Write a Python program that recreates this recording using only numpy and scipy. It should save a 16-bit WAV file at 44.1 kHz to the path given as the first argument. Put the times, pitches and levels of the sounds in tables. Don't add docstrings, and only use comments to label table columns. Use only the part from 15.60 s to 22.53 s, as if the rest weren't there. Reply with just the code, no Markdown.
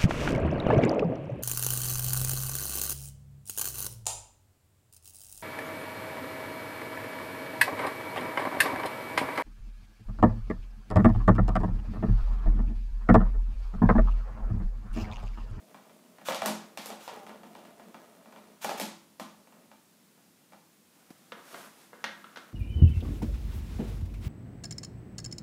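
import sys
import numpy as np
from scipy import signal
from scipy.fft import rfft, irfft, next_fast_len
from scipy.io import wavfile

SR = 44100
rng = np.random.default_rng(int(sys.argv[2]) if len(sys.argv) > 2 else 0)


def master(y):
    cut = np.clip(np.atleast_2d(y).T, -1, 1)
    pcm = np.round(cut * 32767)
    wavfile.write(sys.argv[1], SR, pcm.astype(np.int16))


N = 305613
TIME = np.arange(N) / SR
RING = TIME[:SR * 3 // 4]

# start t/s, end t/s, starting level/dB, slowing/(dB per s)
ROUND_ROLLS = [(0, 0.69, -62.5, 7), (0.84, 1.16, -43, 73.5), (1.29, 1.42, -47, 60), (1.49, 1.77, -50, 20.5),
               (1.8, 2.98, -57, 5.5), (3.06, 3.28, -45.5, 6), (3.6, 3.85, -68.5, 7),
               (3.92, 4.08, -63.5, 49)]


def amp(db):
    return 10 ** (np.asarray(db) / 20)


def unit(x):
    return x / np.sqrt(np.mean(x ** 2) + 1e-20)


def along(points, hz):
    f, v = np.transpose(points)
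    return np.interp(np.log(hz + 1), np.log(f + 1), v)


def filtered(x, gain):
    size = next_fast_len(len(x) + 8192)
    return irfft(rfft(x, size) * gain(np.fft.rfftfreq(size, 1 / SR)), size)[:len(x)]


def coloured(x, spectrum, tilt_db=0, knee_hz=3000):
    curve = lambda hz: amp(along(spectrum, hz) + tilt_db * np.log2(np.maximum(hz / knee_hz, 1)))
    return unit(filtered(x, curve))


def add(track, s, sound):
    rest = track[max(round(s * SR), 0):]
    rest[:len(sound)] += sound[:len(rest)]


def grains(rate, spread_db):
    return (rng.random(N) < rate / SR) * rng.choice([-1, 1], N) * amp(spread_db * rng.random(N))


def fade(t60):
    return amp(-60 * RING / t60)


def gate(start, end, edge_s):
    return (np.tanh((TIME - start) / edge_s) - np.tanh((TIME - end) / edge_s)) / 2


def strokes(rows, edge_s):
    return sum(amp(db) * gate(start, end, edge_s) for start, end, db in rows)


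def background():
    # f/Hz, level/dB
    air = [(25, 3), (50, -15), (85, 2.5), (130, 0.5), (175, 8), (215, 7), (300, 2), (370, -1.5), (450, -3),
           (800, -7), (2000, -11), (5500, -12.5), (9000, -12.5), (15500, -15.5)]
    return amp(-62) * coloured(rng.standard_normal(N), air)


def room_tail(build_s=0.0046):
    # f/Hz, t60/s
    decay_times = [(150, 1), (400, 0.26), (1000, 0.52), (3000, 0.43), (7000, 0.45), (14000, 0.24)]
    hz, t, noise = signal.stft(rng.standard_normal(len(RING)), SR, nperseg=256)
    decay = amp(-60 * t / along(decay_times, hz)[:, None])
    tail = signal.istft(noise * decay, SR)[1][:len(RING)]
    tail *= 1 - np.exp(-(RING / build_s) ** 2)
    return tail / np.linalg.norm(tail)


def in_room(x, wet_db):
    reverb = unit(signal.fftconvolve(x, room_tail())[:len(x)])
    return x + amp(wet_db) * np.std(x) * reverb


def shell(modes):
    hz, db, t60 = np.transpose(modes)[:, :, None]
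    strength = amp(db) * rng.choice([-1, 1], hz.shape)
    return (strength * fade(t60) * np.sin(2 * np.pi * hz * RING)).sum(0) / np.linalg.norm(strength)


def boom(rise_s=0.009):
    # f/Hz, level/dB, t60/s
    low_modes = [(169.4, -9, 0.6), (193, -8.5, 0.44), (213.2, 0, 0.45), (235.4, -0.5, 0.18),
                 (262.3, -3.5, 0.31), (296, -8, 0.24), (334.1, -9, 0.6)]
    return shell(low_modes) * (1 - np.exp(-RING / rise_s))


def coasting(runs, edge_s=0.01954):
    return sum(amp(db - slowing * np.maximum(TIME - start, 0)) * gate(start, end, edge_s)
               for start, end, db, slowing in runs)


def rolling(runs, modes, rate, spread_db, damping_t60, tick_db, grit_db,
            rumble_db, rumble_growth, wet_db):
    # f/Hz, level/dB
    grit_colour = [(100, -22), (400, 7), (620, 4), (900, -2.5), (1200, -9.5), (2000, -8.5), (2800, -10),
                   (4500, -16.5), (15000, -19)]
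    speed = coasting(runs)
    over_bumps = lambda ring: unit(signal.fftconvolve(grains(rate, spread_db), ring)[:N])
    ticks = amp(tick_db) * over_bumps(shell(modes) * fade(damping_t60))
    grit = amp(grit_db) * coloured(grains(rate, spread_db), grit_colour)
    rumble = amp(rumble_db) * unit(speed ** rumble_growth * over_bumps(boom() * fade(0.15)))
    return in_room(speed * (ticks + grit), wet_db) + rumble


def hollow_note(slow_hz=620, fast_hz=850, fast_db=-53, width_hz=40, gain_db=-5):
    speed = coasting(ROUND_ROLLS)
    hz = slow_hz + (fast_hz - slow_hz) * np.tanh((speed / amp(fast_db)) ** 2)
    phase = 2 * np.pi * np.cumsum(hz) / SR
    waver = lambda: unit(filtered(rng.standard_normal(N), lambda f: 1 / (1 + (f / width_hz) ** 2)))
    note = unit(waver() * np.cos(phase) + waver() * np.sin(phase))
    return speed * amp(gain_db) * note


def struck_at(modes, pitch_hz, hardness_db, favour_db, width_octaves=0.21):
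    hz, db, t60 = np.transpose(modes)
    octaves = np.log2(hz / pitch_hz)
    favoured = favour_db * np.exp(-(octaves / width_octaves) ** 2)
    return np.transpose([hz, db + hardness_db * octaves + favoured, t60])


def contact(softness_db, hard_rise_s=0.00022, doubling_db=9):
    rise_s = hard_rise_s * 2 ** (np.clip(softness_db, 0, 20) / doubling_db)
    return 1 - np.exp(-RING / rise_s)


def thump(push_s=0.0014):
    u = RING / push_s
    return u * (2 - u) * np.exp(-u)


def strikes(hits, modes, colour, hardness_db, favour_db, ring_db, ring_wet_db, thump_db,
            crack_db, crack_t60, crack_wet_db, boom_db):
    track = np.zeros(N)
    for s, knock, pitch, crack, tilt, low in hits:
        ring = shell(struck_at(modes, pitch, hardness_db, favour_db)) * contact(knock - crack)
        body = in_room(ring, ring_wet_db) + amp(thump_db) * thump()
        add(track, s, amp(knock + ring_db) * body)
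        snap = fade(crack_t60) * coloured(rng.standard_normal(len(RING)), colour, tilt)
        wash = amp(crack_wet_db) * np.std(snap) * coloured(room_tail(), colour, tilt)
        add(track, s, amp(crack + crack_db) * (snap + wash))
        add(track, s, amp(low + boom_db) * boom())
    return track


def round_toy(nudge_hz=950, nudge_crack_db=-8.5, nudge_tilt_db=-4.5, nudge_boom_db=-13):
    # f/Hz, level/dB, t60/s
    modes = [(363, -9.5, 0.098), (517, -4.5, 0.057), (552, -0.5, 0.068), (618, -5.5, 0.11),
             (680, -1.5, 0.042), (773, -3.5, 0.068), (852, -3.5, 0.038), (908, -4, 0.044),
             (1030, -8, 0.046), (1145, -8.5, 0.031), (1225, -6, 0.026), (1352, -7, 0.032),
             (1472, -16, 0.079), (1692, -15, 0.052), (1913, -10, 0.021), (2336, -15, 0.038),
             (2790, -16.5, 0.02), (3300, -17, 0.012)]
    # f/Hz, level/dB
    crack_colour = [(100, -30), (420, -1), (650, 11), (1400, 0), (2000, 3), (3500, 4), (6000, -0.5),
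                    (9000, -5), (13000, -4.5), (16000, -18)]
    # t/s, knock level/dB, favoured f/Hz, crack level/dB, crack tilt/(dB per octave), boom level/dB
    hits = [(0.6856, -25.5, 516, -35, -5, -49.5), (0.707, -31, 1330, -42, -2, -54),
            (0.7214, -34, 550, -35.5, -3, -56), (0.7464, -40, 806, -35.5, -0.5, -61),
            (0.8192, -24.5, 654, -38, -2, -55), (0.8518, -31, 870, -48, 0, -47),
            (0.8593, -29, 375, -28, 3, -53.5), (0.869, -42, 1300, -52, -2, -51),
            (0.8823, -32, 684, -56, -4, -44.5), (1.1744, -39.5, 750, -37.5, -2, -55.5),
            (1.2591, -42.5, 520, -41, 5, -63), (1.303, -38, 730, -44, -5, -55),
            (1.4781, -36.5, 920, -41.5, -3.5, -86), (3.0453, -26.5, 760, -34.5, 2, -50),
            (3.093, -30.5, 670, -37, -2.5, -66), (3.1111, -34, 820, -47, 2, -53),
            (3.1986, -33.5, 860, -33, 4, -49), (3.2141, -56, 650, -36, 0.5, -44.5),
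            (3.5975, -35.5, 1040, -43.5, 0.5, -51)]
    # t/s, knock
    # level/dB before its trim
    nudges = [(0.1447, -46.5), (0.1729, -55), (0.2956, -55.5), (0.391, -60.5), (0.5841, -50),
              (0.614, -50.5), (1.5569, -47), (1.6658, -43), (1.694, -44), (1.833, -47), (1.9512, -45),
              (2.0511, -50.5), (2.1968, -49.5), (2.344, -42.5), (2.658, -52.5), (2.7242, -48.5),
              (2.7612, -46.5), (3.8719, -56), (3.9238, -54.5), (4.115, -50.5), (4.578, -60.5),
              (4.9221, -52.5), (4.9333, -49.5)]
    clacks = strikes(hits, modes, crack_colour, hardness_db=5.5, favour_db=7.5,
                     ring_db=5, ring_wet_db=-0.5, thump_db=-14.5,
                     crack_db=6.5, crack_t60=0.014, crack_wet_db=4, boom_db=13.5)
    light_hits = [(s, db, nudge_hz, db + nudge_crack_db, nudge_tilt_db, db + nudge_boom_db)
                  for s, db in nudges]
    ticks = strikes(light_hits, modes, crack_colour, hardness_db=5.5, favour_db=4,
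                    ring_db=6, ring_wet_db=-1.5, thump_db=-9,
                    crack_db=4.5, crack_t60=0.014, crack_wet_db=3.5, boom_db=10)
    roll = rolling(ROUND_ROLLS, modes, rate=130, spread_db=24.5, damping_t60=0.018,
                   tick_db=-4, grit_db=-7, rumble_db=-64, rumble_growth=0.26, wet_db=0.5)
    return clacks + ticks + roll


def skids():
    # start t/s, end t/s, level/dB
    shoves = [(0.658, 0.711, -40.5), (1.206, 1.275, -52.5), (1.399, 1.473, -53.5), (3.018, 3.055, -42),
              (3.177, 3.189, -38)]
    # f/Hz, level/dB
    colour = [(150, -11), (500, -10), (900, 0.5), (1500, 2.5), (2000, -3.5), (3400, 0.5), (4700, -7),
              (6000, -3), (10000, -8.5), (15000, -9)]
    rasp = coloured(grains(rate=12000, spread_db=-4), colour)
    return in_room(strokes(shoves, edge_s=0.0078) * rasp, wet_db=-3.5)


def fur_brush():
    # start t/s, end t/s, level/dB
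    passes = [(5.32, 6.9, -66), (5.87, 6.08, -53), (6.17, 6.25, -59)]
    # f/Hz, level/dB
    colour = [(100, 5), (600, 13.5), (1500, 10), (3000, 5.5), (7000, 2.5), (12000, 2), (16000, -6)]
    return strokes(passes, edge_s=0.051) * coloured(grains(rate=13000, spread_db=15), colour)


def phone_bump(s=5.5045, hz=240, db=-39, length_s=0.0081, tick_db=-10):
    tick_colour = [(700, -3.5), (2500, -13), (15000, -22)]  # f/Hz, level/dB
    track = np.zeros(N)
    thud = np.sin(np.pi * np.minimum(RING / length_s, 1)) * np.sin(2 * np.pi * hz * RING)
    tick = fade(0.062) * coloured(rng.standard_normal(len(RING)), tick_colour)
    add(track, s, amp(db) * (thud + amp(tick_db) * tick))
    return track


def hard_track():
    # f/Hz, level/dB, t60/s
    modes = [(485, -4.5, 0.064), (568, -7, 0.084), (688, 1, 0.046), (950, 8.5, 0.018), (1180, 3.5, 0.026),
             (1350, 3.5, 0.042), (1482, 2, 0.048), (1620, 2.5, 0.032), (1880, -2, 0.048), (1697, -4, 0.036),
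             (2100, -2.5, 0.052), (2770, -10, 0.037), (3540, -22, 0.053)]
    # f/Hz, level/dB
    crack_colour = [(100, -55), (600, 0.5), (1300, 4.5), (1900, -1), (2400, 0), (3600, 3), (5000, -6.5),
                    (6400, -8.5), (7400, -20), (12000, -21), (16000, -29)]
    # t/s, knock level/dB, favoured f/Hz, crack level/dB, crack tilt/(dB per octave), boom level/dB
    hits = [(5.7205, -39, 486, -46, -3, -54.5), (5.9433, -40.5, 626, -52, -1, -62),
            (6.3308, -44, 505, -72, -3, -65), (6.4412, -30, 1830, -33, 0, -50.5),
            (6.6427, -46.5, 1360, -55, -8, -62), (6.7598, -46.5, 1430, -47.5, -3, -59),
            (6.7715, -43.5, 530, -48, 1.5, -62), (6.8896, -55, 1290, -70, -1, -66)]
    # start t/s, end t/s, starting level/dB, slowing/(dB per s)
    runs = [(5.74, 5.9, -56, 55), (5.92, 6.09, -51.5, 26), (6.33, 7, -61, 0.5)]
    clacks = strikes(hits, modes, crack_colour, hardness_db=0.5, favour_db=12,
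                     ring_db=8, ring_wet_db=-2.5, thump_db=-17,
                     crack_db=5, crack_t60=0.043, crack_wet_db=-1.5, boom_db=7.5)
    roll = rolling(runs, modes, rate=250, spread_db=5, damping_t60=0.0064,
                   tick_db=-2, grit_db=-4, rumble_db=-71.5, rumble_growth=0.089, wet_db=-7.5)
    return clacks + roll


def scene():
    first_toy = round_toy() + hollow_note() + skids()
    second_toy = hard_track() + fur_brush()
    return (first_toy + second_toy + phone_bump() + background())[None]


def record(dry, low_cut_hz=150, top_hz=15630):
    thin = signal.sosfilt(signal.butter(2, low_cut_hz, "highpass", fs=SR, output="sos"), dry)
    return np.array([filtered(x, lambda hz: hz < top_hz) for x in thin])


dry = scene()
out = record(dry)
master(out)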